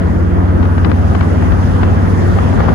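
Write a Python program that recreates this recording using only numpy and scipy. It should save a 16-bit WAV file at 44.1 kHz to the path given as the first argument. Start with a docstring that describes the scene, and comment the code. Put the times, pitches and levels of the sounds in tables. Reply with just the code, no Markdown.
"""A motorcycle ride heard through a hand-held camera's two microphone ports.
From the start a twin engine throbs as stacked multiples of its working cycle, over banded-noise road and tyre
roar and low wind buffeting made separately for each port. Ragged noise bursts soon crackle on the exposed left
port. At about 0.6 s the throttle opens and the engine's balance shifts; it shifts again late in the pull, as
the note climbs. Gain control evens the level throughout."""
import sys
import numpy as np
from scipy import signal
from scipy.fft import rfft, irfft
from scipy.io import wavfile
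from scipy.ndimage import uniform_filter1d, map_coordinates

SR = 44100
rng = np.random.default_rng(int(sys.argv[2]) if len(sys.argv) > 2 else 0)


def store_wav(level_fs):
    """Save 16-bit WAV to argv[1]."""
    pcm = np.round(np.clip(np.atleast_2d(level_fs), -1, 1) * 32767)
    wavfile.write(sys.argv[1], SR, pcm.T.astype(np.int16))


N = 120834

# Engine speed: [t/s, working cycles per second/Hz]
ENGINE_SPEED = [(0.0, 18.003), (0.3, 18.026), (0.6, 17.992), (0.9, 18.207), (1.3, 18.334), (1.7, 18.49),
                (2.1, 18.624), (2.45, 18.771), (2.74, 18.809)]
# Engine balance at light throttle, throttle open and late in the pull, before the engine trim:
# [multiple of the working cycle, level/dB]
LIGHT_THROTTLE = [(1, -39), (2, -26), (3, -11), (4, -1), (5, 1), (6, -23), (7, -16), (8, -17), (9, -29),
                  (10, -6), (11, -24), (12, -12), (13, -19), (14, -24), (15, -17), (16, -13), (17, -27),
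                  (18, -26), (19, -12), (20, -16), (21, -31), (22, -23)]
OPEN_THROTTLE = [(1, -45), (2, -27), (3, -18), (4, -2), (5, 1), (6, -20), (7, -13), (8, -17), (9, -10),
                 (10, -11), (11, -14), (12, -11), (13, -12), (14, -12), (15, -30), (16, -18), (17, -23),
                 (18, -19), (19, -31), (20, -29), (21, -22), (22, -29)]
LATE_PULL = [(1, -36), (2, -24), (3, -12), (4, -7), (5, -4), (6, -26), (7, -13), (8, -17), (9, -9),
             (10, -10), (11, -14), (12, -11), (13, -13), (14, -14), (15, -30), (16, -24), (17, -31),
             (18, -24), (19, -23), (20, -17), (21, -17), (22, -24)]
# Spectral shape of the road, tyre and air roar: [f/Hz, relative level per Hz/dB]
ROAD_TONE = [(80, -34.5), (130, -37.5), (250, -40.5), (500, -44.5), (700, -47), (1000, -51), (1400, -53.5),
             (1900, -60), (2250, -68.5), (2700, -72), (3300, -73.5), (4000, -82), (5000, -81),
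             (7000, -85.5), (8300, -97), (9500, -87.5), (11000, -92.5), (12200, -104), (14300, -100),
             (15500, -106)]
# Stereo balance of the roar: [f/Hz, left minus right level/dB]
ROAD_BALANCE = [(100, 4), (320, 0), (600, 1.5), (1150, -1.5), (1750, -2), (2300, 1.5), (2800, 7.5),
                (3500, 1), (4500, 2), (6000, 0), (8000, 5.5), (12000, -2.5)]
# Roar over the ride: [t/s, level before the road trim/dB, tilt above 1 kHz/dB per octave]
ROAD_SWELL = [(0.0, -27.5, 0.5), (0.25, -29, 1), (0.56, -28.5, 1), (1.15, -28, 2.5), (2.38, -25.5, 2),
              (2.74, -25, 2)]
# Spectral shape of the low buffeting on both ports: [f/Hz, relative level per Hz/dB]
BUFFET_TONE = [(20, -29), (35, 2), (55, 16.5), (80, 1), (110, 4), (150, -13.5), (300, -28), (800, -56.5)]
# Spectral shape of the flapping on the exposed left port: [f/Hz, relative level per Hz/dB]
FLAP_TONE = [(60, -16), (130, -3.5), (250, 2.5), (500, -11.5), (1000, -17), (2000, -37), (5000, -68)]
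# Gusts: [t/s, left buffet level/dB, right buffet level/dB, left flap level/dB]
GUSTS = [(0, -33, -28, -20), (.15, -18, -13.5, -30), (.45, -21, -20, -23), (.56, -19, -29, -21),
         (.63, -22, -20, -11.5), (.7, -24, -21, -25.5), (.8, -33, -21, -19), (.9, -9, -20, -11),
         (1.0, -20, -20, -29), (1.3, -29, -21, -26), (1.55, -15, -19, -19), (1.7, -11, -23, -37),
         (1.85, -21, -18, -25), (2.0, -26, -20, -31), (2.15, -10, -21, -21), (2.32, -11, -11, -15),
         (2.45, -17, -22, -22.5), (2.6, -12, -25, -16), (2.66, -20, -24, -22), (2.69, -15, -24, -12),
         (2.74, -17, -33, -12.5)]
# Wind crackles: [onset t/s, level before the crackle trim/dB, length/ms, tilt above 1 kHz/dB per octave]
CRACKLES = [(0.09, -15, 6.8, -7), (0.627, -13, 10, 2.5), (0.653, -12, 5.6, 2.5), (0.779, -9.5, 6.5, 0.5),
            (0.846, -5, 6.2, 5), (0.859, -14, 3.9, 3), (0.898, -11, 3.5, 1), (0.915, -3.5, 3.9, 2),
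            (1.149, -4.5, 6, 0.5), (1.208, -5, 6.1, 1.5), (1.228, -11, 5, -1), (1.423, -13, 6.3, 0),
            (1.519, -11, 7.3, 2), (1.831, -2.5, 5.8, -0.5), (2.386, -3.5, 4.7, -2), (2.526, -11, 5.4, -1),
            (2.537, -12, 4.7, -3), (2.604, -2, 4, -4), (2.637, -11, 3.8, 2), (2.684, -0.5, 4.7, -8),
            (2.691, -7.5, 3.2, 2.5)]
# Spectral shape of a crackle before its own tilt: [f/Hz, relative level per Hz/dB]
CRACKLE_COLOUR = [(100, -18), (300, -1), (700, 4), (1200, 3), (2000, -7), (4000, -23), (5200, -31),
                  (6200, -65), (15000, -110)]

# Engine: each throttle change is centred on its time
OPENS_S, OPEN_TAKES_S, LATE_S, LATE_TAKES_S = 0.63, 0.033, 2.29, 0.72
ENGINE_DB, WAVER_DB = -12, 1.29
ENGINE_LEFT_DELAY_MS, ENGINE_LEFT_LIFT_DB = .8, .4  # the right port is lowered by the same dB
# The exhaust note sweeps down once a cycle: multiples above the knee leave the pipe earlier
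FIRES_AT_TURNS, KNEE_MULTIPLE, SWEEP_TURNS = .03, 7.15, .093

# Road
ROAD_DB, FLICKER_DB, GRAIN_DB = 10.5, 1.24, 1.01
ROAD_SHARED_POWER, ROAD_LEFT_DELAY_MS = 0.25, 0.461

# Wind
LURCH_DB = 3
CRACKLE_DB, CRACKLE_LEAK_DB = -9, -46
CRACKLE_BLOCK, CRACKLE_LEAD_S = 2048, .01  # samples per burst, silence ahead of its onset

# Recording chain
BASS_CUT_HZ, TOP_HZ = 30, 15700
HOLD_LEVEL, RATIO, GAIN_S, CEILING = 0.336, 1.6, .11, .97


def undb(db):
    """Amplitude factor of a level in dB."""
    return 10 ** (np.asarray(db) / 20)


def unit(x):
    """Scale x to an RMS of 1."""
    return x / np.sqrt(np.mean(x ** 2))


def curve(table, col):
    """A column of a timed table, drawn as straight lines to every sample."""
    return np.interp(np.arange(N) / SR, [row[0] for row in table], [row[col] for row in table])


def tone(table, hz):
    """Level in dB of a spectrum table at hz, straight on a log frequency axis."""
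    table_hz = np.maximum([row[0] for row in table], 1)
    return np.interp(np.log(np.maximum(hz, 1)), np.log(table_hz), [row[1] for row in table])


def walk(rate):
    """Random levels held 1 / rate s and smoothed twice; standard deviation 1."""
    hold = int(SR / rate)
    steps = np.repeat(rng.standard_normal(N // hold + 1), hold)
    wander = uniform_filter1d(uniform_filter1d(steps, hold), hold)[:N]
    return wander / wander.std()


def colour(x, table):
    """Filter x by the spectral shape of a table."""
    f = np.arange(N // 2 + 1) * SR / N
    return irfft(rfft(x) * undb(tone(table, f)), N)


def late(x, ms):
    """Delay x by a fraction of samples, as a longer path to one port does."""
    return map_coordinates(x, [np.arange(N) - ms / 1000 * SR], mode="mirror")


def engine():
    """A twin's pulses as multiples of its working cycle; the balance shifts as the throttle opens."""
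    t = np.arange(N) / SR
    turns = np.cumsum(curve(ENGINE_SPEED, 1)) / SR
    opened = np.clip((t - OPENS_S) / OPEN_TAKES_S + .5, 0, 1)
    later = np.clip((t - LATE_S) / LATE_TAKES_S + .5, 0, 1)
    throb = 0
    for (k, light_db), (_, open_db), (_, late_db) in zip(LIGHT_THROTTLE, OPEN_THROTTLE, LATE_PULL):
        lead_turns = SWEEP_TURNS * max(k - KNEE_MULTIPLE, 0) ** 2
        wave = np.cos(2 * np.pi * (k * (turns - FIRES_AT_TURNS) + lead_turns))
        pull = undb(open_db + (late_db - open_db) * later)
        level = (1 - opened) * undb(light_db) + opened * pull
        throb = throb + level * wave * undb(WAVER_DB * walk(3.5))
    throb = throb * undb(ENGINE_DB)
    left = late(throb, ENGINE_LEFT_DELAY_MS) * undb(ENGINE_LEFT_LIFT_DB)
    return np.array([left, throb * undb(-ENGINE_LEFT_LIFT_DB)])


def road():
    """Roar in half-octave noise bands, each flickering alone; the ports share part of it, late on the left."""
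    f = np.arange(N // 2 + 1) * SR / N
    common, left, right = rng.standard_normal((3, N))
    shared = np.array([late(common, ROAD_LEFT_DELAY_MS), common])
    separate = np.array([left, right])
    pair = np.sqrt(ROAD_SHARED_POWER) * shared + np.sqrt(1 - ROAD_SHARED_POWER) * separate
    balance_db = np.array([[.5], [-.5]]) * tone(ROAD_BALANCE, f)
    spectrum = rfft(pair) * undb(tone(ROAD_TONE, f) + balance_db) * (f > 60)
    half_octaves = 2 * np.log2(np.maximum(f, 1) / 1000)  # counted from 1 kHz
    roar = 0
    for step in range(-8, 9):
        window = np.cos(np.pi / 2 * np.clip(half_octaves - step, -1, 1)) ** 2
        band = irfft(spectrum * window, N)
        flicker_db = FLICKER_DB * walk(12) + GRAIN_DB * walk(70)
        tilt_db = curve(ROAD_SWELL, 2) * max(step, 0) / 2
        roar = roar + band * undb(flicker_db + tilt_db)
    return unit(roar) * undb(curve(ROAD_SWELL, 1) + ROAD_DB)


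def eddy(shape, gust_col):
    """One layer of turbulence: noise lurching within each gust, coloured, then swelled by the gusts."""
    lurching = rng.standard_normal(N) * undb(LURCH_DB * walk(25.1))
    return unit(colour(lurching, shape)) * undb(curve(GUSTS, gust_col))


def buffet():
    """Low wind turbulence, unrelated on the two ports; the exposed left port also flaps higher up."""
    left = eddy(BUFFET_TONE, 1) + eddy(FLAP_TONE, 3)
    return np.array([left, eddy(BUFFET_TONE, 2)])


def crackle():
    """Wind breaking up on the left port: short ragged noise bursts, with a faint leak to the right."""
    size = CRACKLE_BLOCK
    out = np.zeros(N + size)
    f = np.arange(size // 2 + 1) * SR / size
    t = np.arange(size) / SR - CRACKLE_LEAD_S
    above_700 = signal.butter(2, 700, "high", fs=SR, output="sos")
    noises = rng.standard_normal((len(CRACKLES), size))
    for (onset_s, db, ms, tilt), noise in zip(CRACKLES, noises):
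        lengths = np.maximum(t / (ms / 1000), 0)
        envelope = np.minimum(lengths * 5, 1) * np.exp(-lengths ** 2)
        shape = undb(tone(CRACKLE_COLOUR, f) + tilt * np.log2(np.maximum(f / 1000, 1)))
        raw = rfft(noise * envelope)
        even = raw / uniform_filter1d(np.abs(raw), size=28)  # flattened, so the shape alone sets the colour
        burst = irfft(even * shape, size)
        # level is set by the energy above 700 Hz, spread over the burst's length
        loudness = np.sqrt(np.sum(signal.sosfilt(above_700, burst) ** 2) / (ms / 1000 * SR))
        i = int((onset_s - CRACKLE_LEAD_S) * SR)
        out[i:i + size] += burst / loudness * undb(db + CRACKLE_DB)
    return np.array([out[:N], out[:N] * undb(CRACKLE_LEAK_DB)])


def scene():
    """Engine, road and wind summed at the two ports."""
    return engine() + road() + buffet() + crackle()


def record(dry):
    """The bass is cut, gain control evens the level, peaks are rounded at the ceiling, the top is cut."""
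    dry = signal.sosfilt(signal.butter(2, BASS_CUT_HZ, "high", fs=SR, output="sos"), dry)
    power = np.mean(dry ** 2, axis=0)  # both ports share one gain
    level = np.sqrt(uniform_filter1d(power, int(GAIN_S * SR)))
    held = dry * np.minimum(HOLD_LEVEL / level, 1) ** (1 - 1 / RATIO)
    rounded = held / (1 + (np.abs(held) / CEILING) ** 10) ** (1 / 10)
    return signal.sosfilt(signal.ellip(8, .2, 70, TOP_HZ, fs=SR, output="sos"), rounded)


dry = scene()
out = record(dry)
store_wav(out)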